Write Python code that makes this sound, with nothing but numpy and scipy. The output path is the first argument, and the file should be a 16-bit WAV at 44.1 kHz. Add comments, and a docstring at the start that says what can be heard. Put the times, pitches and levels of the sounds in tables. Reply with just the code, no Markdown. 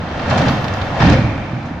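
"""Water tower collapse

A rusty steel tower topples some way off: its legs buckle and tear, then the tank lands and caves in.
The hollow shell booms, plates crumple and ring, girders clang and groan, rivets and debris snap.
A thin sizzle comes in spurts. The road and nearby walls reflect the collapse.
Demolition machinery and wind rumble underneath."""
import sys
import numpy as np
from scipy import signal
from scipy.fft import rfft, irfft, next_fast_len
from scipy.io import wavfile
from scipy.ndimage import uniform_filter1d, minimum_filter1d

SR = 44100
rng = np.random.default_rng(int(sys.argv[2]) if len(sys.argv) > 2 else 0)


def unload_wav(signal):
    """Save mono or channel-first audio to the path in sys.argv[1] as 16-bit WAV at rate SR, clipped to [-1, 1]."""
    wavfile.write(
        sys.argv[1],
        SR,
        np.round(np.clip(np.atleast_2d(signal).T, -1, 1) * 32767).astype(np.int16),
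    )


N = 79380

# source spectra: freq_hz, density_db
RUMBLE_SPECTRUM = [(20, -17), (45, -17.5), (70, 3), (140, 2), (260, -3.5), (400, -19.5), (700, -11),
                   (2000, -25), (6000, -63), (9000, -68), (13000, -75), (16000, -86)]
BOOM_SPECTRUM = [(20, -21), (35, -11), (50, -14), (68, 1.5), (100, 2), (130, 0), (175, -4), (280, -7),
                 (380, -22), (900, -93)]
PLATE_SPECTRUM = [(200, -4), (410, -6.5), (520, -1), (720, 0), (1000, -5), (1800, -7.5), (2500, -16.5),
                  (3500, -25), (8000, -99)]
TEAR_SPECTRUM = [(900, -42), (2500, 0.5), (3600, -1.5), (6300, -13), (7200, -21.5), (8500, -30),
                 (13500, -46.5), (15500, -59)]
CRUNCH_SPECTRUM = [(200, -24), (400, -6.5), (700, 5), (1800, 3), (5500, -10), (8500, -53), (14000, -71)]
SNAP_SPECTRUM = [(500, 24.5), (6300, -7), (8500, -26), (11000, -26.5), (15000, -49)]
SIZZLE_SPECTRUM = [(9000, -23), (11400, -3), (11650, 1.5), (11950, -2), (13000, -5), (14200, -10),
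                   (16000, -26)]
# long grinding, legs buckling, tank landing, wreck settling:
# start_s, hold_s, rise_s, fall_s, boom_db, plate_db, tear_db, boom_low_cut_hz
COLLAPSE_STAGES = [(0.268, 0.79, 3.56, 3.97, -27.5, -24, -37, 70),
                   (0.329, 0.16, 0.47, 0.73, -17.5, -20, -31.5, 103),
                   (1.015, 0.11, 0.19, 0.36, -9, -19, -28, 49.3),
                   (1.195, .06, 0.19, 0.7, -17, -38, -43.5, 70)]
# heavy blows on the shell: start_s, force_db
SHELL_BLOWS = [(0.031, -23.5), (.305, -20), (0.364, -14), (0.397, -11.5), (0.433, -10.5), (0.504, -15),
               (1.002, -10.5), (1.034, -7), (1.071, -4), (1.103, -6.5), (1.188, -13.5), (1.245, -13),
               (1.53, -13), (1.71, -22.5)]
# shell modes: freq_hz, relative_db, t60_s
SHELL_MODES = [(73.8, -8, 0.11), (106, -1, 0.12), (130.5, -2, 0.25), (160.4, -2, 0.13),
               (247.2, -0.5, 0.095), (302.3, -10, 0.054)]
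# plates giving way: start_s, relative_db, t60_s
PLATE_CRUNCHES = [(.142, -38, 0.06), (.192, -26, 0.2), (0.305, -21, 0.13), (0.376, -18.5, 0.12),
                  (0.481, -20.5, 0.078), (0.957, -24, 0.092), (1.001, -11.5, 0.053), (1.018, -14.5, 0.17),
                  (1.055, -22, 0.13), (1.122, -19, 0.25)]
# rivets and debris snapping: start_s, relative_db, pitch_hz, t60_s
RIVET_SNAPS = [(0.192, -32, 2500, 0.06), (0.297, -32.5, 5600, 0.085), (0.309, -25.5, 3080, 0.048),
               (0.376, -31.5, 6800, 0.13), (0.417, -26.5, 3300, 0.051), (0.482, -26, 4150, 0.096),
               (0.642, -30, 4440, 0.045), (0.681, -24, 3520, 0.025), (0.737, -33.5, 5800, 0.041),
               (0.814, -26, 3200, 0.046), (1.061, -26.5, 4430, 0.059), (1.099, -19, 5600, 0.015),
               (1.124, -30, 5500, 0.067), (1.654, -53, 6470, 0.24)]
# girder collisions: start_s, level_db, pitch_hz
GIRDER_CLANGS = [(.31, -14.5, 900), (0.327, -14, 644), (0.363, -17, 606), (0.405, -15, 633),
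                 (0.469, -17, 700), (1.022, -11.5, 730), (1.122, -13.5, 580)]
# high sizzle: start_s, level_db
SIZZLE_SPURTS = [(.37, -56), (.476, -51), (.605, -56.5), (0.721, -60), (.82, -62), (1.0, -64)]
# bending steel: start_s, length_s, from_hz, to_hz, half_width_hz, level_db
STEEL_GROANS = [(0.647, .16, 101, 89.6, 14, -27.5), (.955, 0.0491, 830, 727.8, 180, -23.5),
                (1.06, .12, 679.2, 499.8, 110, -24)]
# mode clusters of the tank's plates: centre_hz, level_db, t60_s
PLATE_MODES = [(304, -26, 2.66), (1795, -20.5, 0.72), (2390, -26.5, 2.08)]
# road reflection: freq_hz, gain_re_direct
ROAD_REFLECTION = [(700, 0.0033), (1800, 0.065), (3500, 0.41), (8000, .1)]
# wall reverberation: freq_hz, t60_s
WALL_DECAY = [(100, 1), (1000, 1), (8000, 0.52)]
# left-right likeness, low and high range: freq_hz, correlation
BASS_CORRELATION = [(150, .995), (300, .96)]
TREBLE_CORRELATION = [(700, 0.83), (1400, 0.51), (2800, 0.25), (9000, 0.17)]
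# stereo balance: freq_hz, left_minus_right_db
STEREO_BALANCE = [(60, 0.7), (160, -2.3), (300, -1.5), (510, 4.5), (870, -3), (1490, -3), (2540, 2),
                  (4330, 2.5), (7400, -2)]


def amp(db):
    """Decibels to gain."""
    return 10 ** (np.asarray(db) / 20)


def unit(x):
    """Scale to rms 1."""
    return x / np.sqrt(np.mean(x ** 2) + 1e-20)


def along(points, hz):
    """Interpolate (freq_hz, value) points on a log axis."""
    freqs_hz, values = np.transpose(points)
    return np.interp(np.log(hz + 1), np.log(freqs_hz + 1), values)


def filtered(x, response):
    """Apply a frequency response."""
    size = next_fast_len(N + SR // 2)
    return irfft(rfft(x, size) * response(np.fft.rfftfreq(size, 1 / SR)), size)[..., :N]


def spread(pair, spectrum):
    """Two independent signals to shaped stereo of rms 1: narrow bass, wide treble."""
    def response(hz):
        correlation = along(BASS_CORRELATION + TREBLE_CORRELATION, hz)
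        angle = np.arccos(np.clip(correlation, -1, 1)) / 2
        return amp(along(spectrum, hz)) * [np.cos(angle), np.sin(angle)]
    mid, side = filtered(pair, response)
    return unit(np.array([mid + side, mid - side]))


def noise():
    """Two independent white noises."""
    return rng.standard_normal((2, N))


def grains(per_s, scatter_db, wash):
    """Tiny fractures of uneven size at random times, on a wash of smaller ones."""
    onsets = rng.random(N) < per_s / SR
    sizes = amp(scatter_db * np.clip(rng.standard_normal(N), -2, 2))
    return unit(onsets * sizes * noise()) + wash * noise()


def steadied(x, window_s):
    """Even out slow chance swells."""
    power = uniform_filter1d(np.mean(x ** 2, axis=0), int(window_s * SR))
    return x / np.sqrt(abs(power) + 1e-9)


def since(start_s):
    """Seconds since start_s, zero before."""
    return np.maximum(np.arange(N) / SR - start_s, 0)


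def strike(start_s, attack_s, t60_s):
    """Envelope: quick rise, exponential fall."""
    t = since(start_s)
    return (1 - np.exp(-t / attack_s)) * np.exp(-np.log(1000) * t / t60_s)


def swell(start_s, end_s, rise_s, fall_s):
    """Envelope: up 60 dB in rise_s, flat from start_s to end_s, down 60 dB in fall_s."""
    until_s = np.maximum(start_s - np.arange(N) / SR, 0)
    return amp(-60 * (until_s / rise_s + since(end_s) / fall_s))


def rumble(level_db=-27.5):
    """Machinery and wind: steady low noise."""
    return amp(level_db) * spread(noise(), RUMBLE_SPECTRUM)


def collapse(boom_lag_s=0.025):
    """Each stage drives the hollow shell's boom, a mid roar of bending plates and brighter tearing."""
    out = np.zeros((2, N))
    for start_s, hold_s, rise_s, fall_s, boom_db, plate_db, tear_db, cut_hz in COLLAPSE_STAGES:
        low_cut = lambda hz: (hz / cut_hz) ** 2 / np.hypot(1, (hz / cut_hz) ** 2)
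        boom = steadied(filtered(spread(noise(), BOOM_SPECTRUM), low_cut), window_s=0.037)
        plates = spread(grains(per_s=2500, scatter_db=2.5, wash=1.27), PLATE_SPECTRUM)
        tearing = spread(grains(per_s=1500, scatter_db=6.5, wash=2.4), TEAR_SPECTRUM)
        fractures = amp(plate_db) * steadied(plates, window_s=0.048) + amp(tear_db) * tearing
        end_s = start_s + hold_s
        out += swell(start_s, end_s, rise_s, fall_s) * fractures
        out += swell(start_s + boom_lag_s, end_s, rise_s, fall_s) * amp(boom_db) * boom
    return out


def thuds(gain_db=-3, attack_s=0.0012, detune=0.018, tilt_db_per_octave_per_db=0.69):
    """Blows push the shell in or out and ring it, retuned as it deforms; heavier ones sound deeper."""
    out = np.zeros(N)
    mean_force_db = np.mean([db for _, db in SHELL_BLOWS])
    middle_hz = np.median([hz for hz, _, _ in SHELL_MODES])
    for start_s, force_db in SHELL_BLOWS:
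        tilt_db_per_octave = tilt_db_per_octave_per_db * (force_db - mean_force_db)
        for hz, mode_db, t60_s in SHELL_MODES:
            tune, push = rng.standard_normal(2)
            tilt_db = tilt_db_per_octave * np.log2(middle_hz / hz)
            swing = np.sign(push) * np.sin(2 * np.pi * hz * (1 + detune * tune) * since(start_s))
            out += amp(force_db + mode_db + tilt_db) * strike(start_s, attack_s, t60_s) * swing
    return amp(gain_db) * np.array([out, out])


def crunches(gain_db=-2, attack_s=0.0014):
    """Plates give way in bursts of fractures."""
    envelope = sum(amp(db) * strike(start_s, attack_s, t60_s) for start_s, db, t60_s in PLATE_CRUNCHES)
    fractures = spread(grains(per_s=3100, scatter_db=-4, wash=0.99), CRUNCH_SPECTRUM)
    return amp(gain_db) * envelope * fractures


def snaps(gain_db=7.5, attack_s=0.001, q=1.56):
    """Rivets and debris crack, each in one broad, bright resonance."""
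    out = np.zeros((2, N))
    crack = spread(noise(), SNAP_SPECTRUM)
    for start_s, db, pitch_hz, t60_s in RIVET_SNAPS:
        resonance = lambda hz: 1j * hz / (pitch_hz ** 2 - hz ** 2 + 1j * hz * pitch_hz / q)
        out += amp(db + gain_db) * strike(start_s, attack_s, t60_s) * unit(filtered(crack, resonance))
    return out


def clangs(attack_s=0.0014, t60_s=0.096, half_width_octaves=0.7):
    """Girders collide, each in its own dense set of short-lived modes."""
    out = np.zeros((2, N))
    for start_s, level_db, pitch_hz in GIRDER_CLANGS:
        band = lambda hz: 1 / (1 + (np.log2((hz + 1) / pitch_hz) / half_width_octaves) ** 4)
        modes = steadied(filtered(spread(noise(), PLATE_SPECTRUM), band), window_s=0.021)
        out += amp(level_db) * strike(start_s, attack_s, t60_s) * modes
    return out


def sizzle(attack_s=0.016, t60_s=0.44):
    """Spurts of thin, very high noise."""
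    envelope = sum(amp(db) * strike(start_s, attack_s, t60_s) for start_s, db in SIZZLE_SPURTS)
    return envelope * spread(noise(), SIZZLE_SPECTRUM)


def groans():
    """A fuzzy resonance sinks as the steel folds."""
    out = np.zeros(N)
    for start_s, length_s, from_hz, to_hz, half_width_hz, level_db in STEEL_GROANS:
        end_s = start_s + length_s
        pitch_hz = np.interp(np.arange(N) / SR, [start_s, end_s], [from_hz, to_hz])
        phase = 2 * np.pi * np.cumsum(pitch_hz) / SR
        low_pass = lambda hz: 1 / (1 + (hz / half_width_hz) ** 2)
        sway = steadied(filtered(noise(), low_pass), window_s=0.045)
        tone = sway[0] * np.cos(phase) + sway[1] * np.sin(phase)
        out += amp(level_db) * swell(start_s, end_s, rise_s=0.12, fall_s=0.19) * tone
    return out


def ringing(landing_s=1, attack_s=0.013, half_width_ratio=0.091):
    """The landing leaves the tank's plates ringing in clusters of modes."""
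    out = np.zeros((2, N))
    for centre_hz, level_db, t60_s in PLATE_MODES:
        band = lambda hz: 1 / (1 + ((hz / centre_hz - 1) / half_width_ratio) ** 2)
        cluster = steadied(filtered(spread(noise(), PLATE_SPECTRUM), band), window_s=0.26)
        out += amp(level_db) * strike(landing_s, attack_s, t60_s) * cluster
    return out


def road(x, delay_s=0.00222):
    """A second path off the ground ripples the treble."""
    def comb(hz):
        bounce = along(ROAD_REFLECTION, hz)
        return (1 + bounce * np.exp(-2j * np.pi * hz * delay_s)) / np.hypot(1, bounce)
    return filtered(x, comb)


def walls(x, gain_db=-8.5, delay_s=0.025):
    """Diffuse echo off buildings and trees; treble dies first."""
    white = spread(noise(), spectrum=[(20, 0)])[:, :SR // 2]
    hz, t, bins = signal.stft(white, SR, nperseg=256)
    decay = np.exp(-np.log(1000) * t / along(WALL_DECAY, hz)[:, None])
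    _, tail = signal.istft(bins * decay, SR, nperseg=256)
    tail = np.pad(tail / np.linalg.norm(tail[0]), ((0, 0), (int(delay_s * SR), 0)))
    return amp(gain_db) * signal.fftconvolve(x, tail, axes=1)[:, :N]


def scene():
    """The falling tower and its echoes over the rumble."""
    hits = thuds() + clangs() + crunches() + snaps() + groans()
    tower = road(hits + walls(hits) + collapse()) + ringing() + sizzle()
    balance = lambda hz: amp(along(STEREO_BALANCE, hz) * np.array([[0.5], [-0.5]]))
    return filtered(tower + rumble(), balance)


def record(dry):
    """Peak limiter, then brick-wall low-pass."""
    ceiling, hold_s, cutoff_hz = 0.98, 0.002, 15800
    hold_samples = int(hold_s * SR)
    needed_gain = ceiling / np.maximum(abs(dry).max(axis=0), ceiling)
    gain = uniform_filter1d(minimum_filter1d(needed_gain, 2 * hold_samples), hold_samples)
    return filtered(dry * gain, lambda hz: hz < cutoff_hz)


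dry = scene()
out = record(dry)
unload_wav(out)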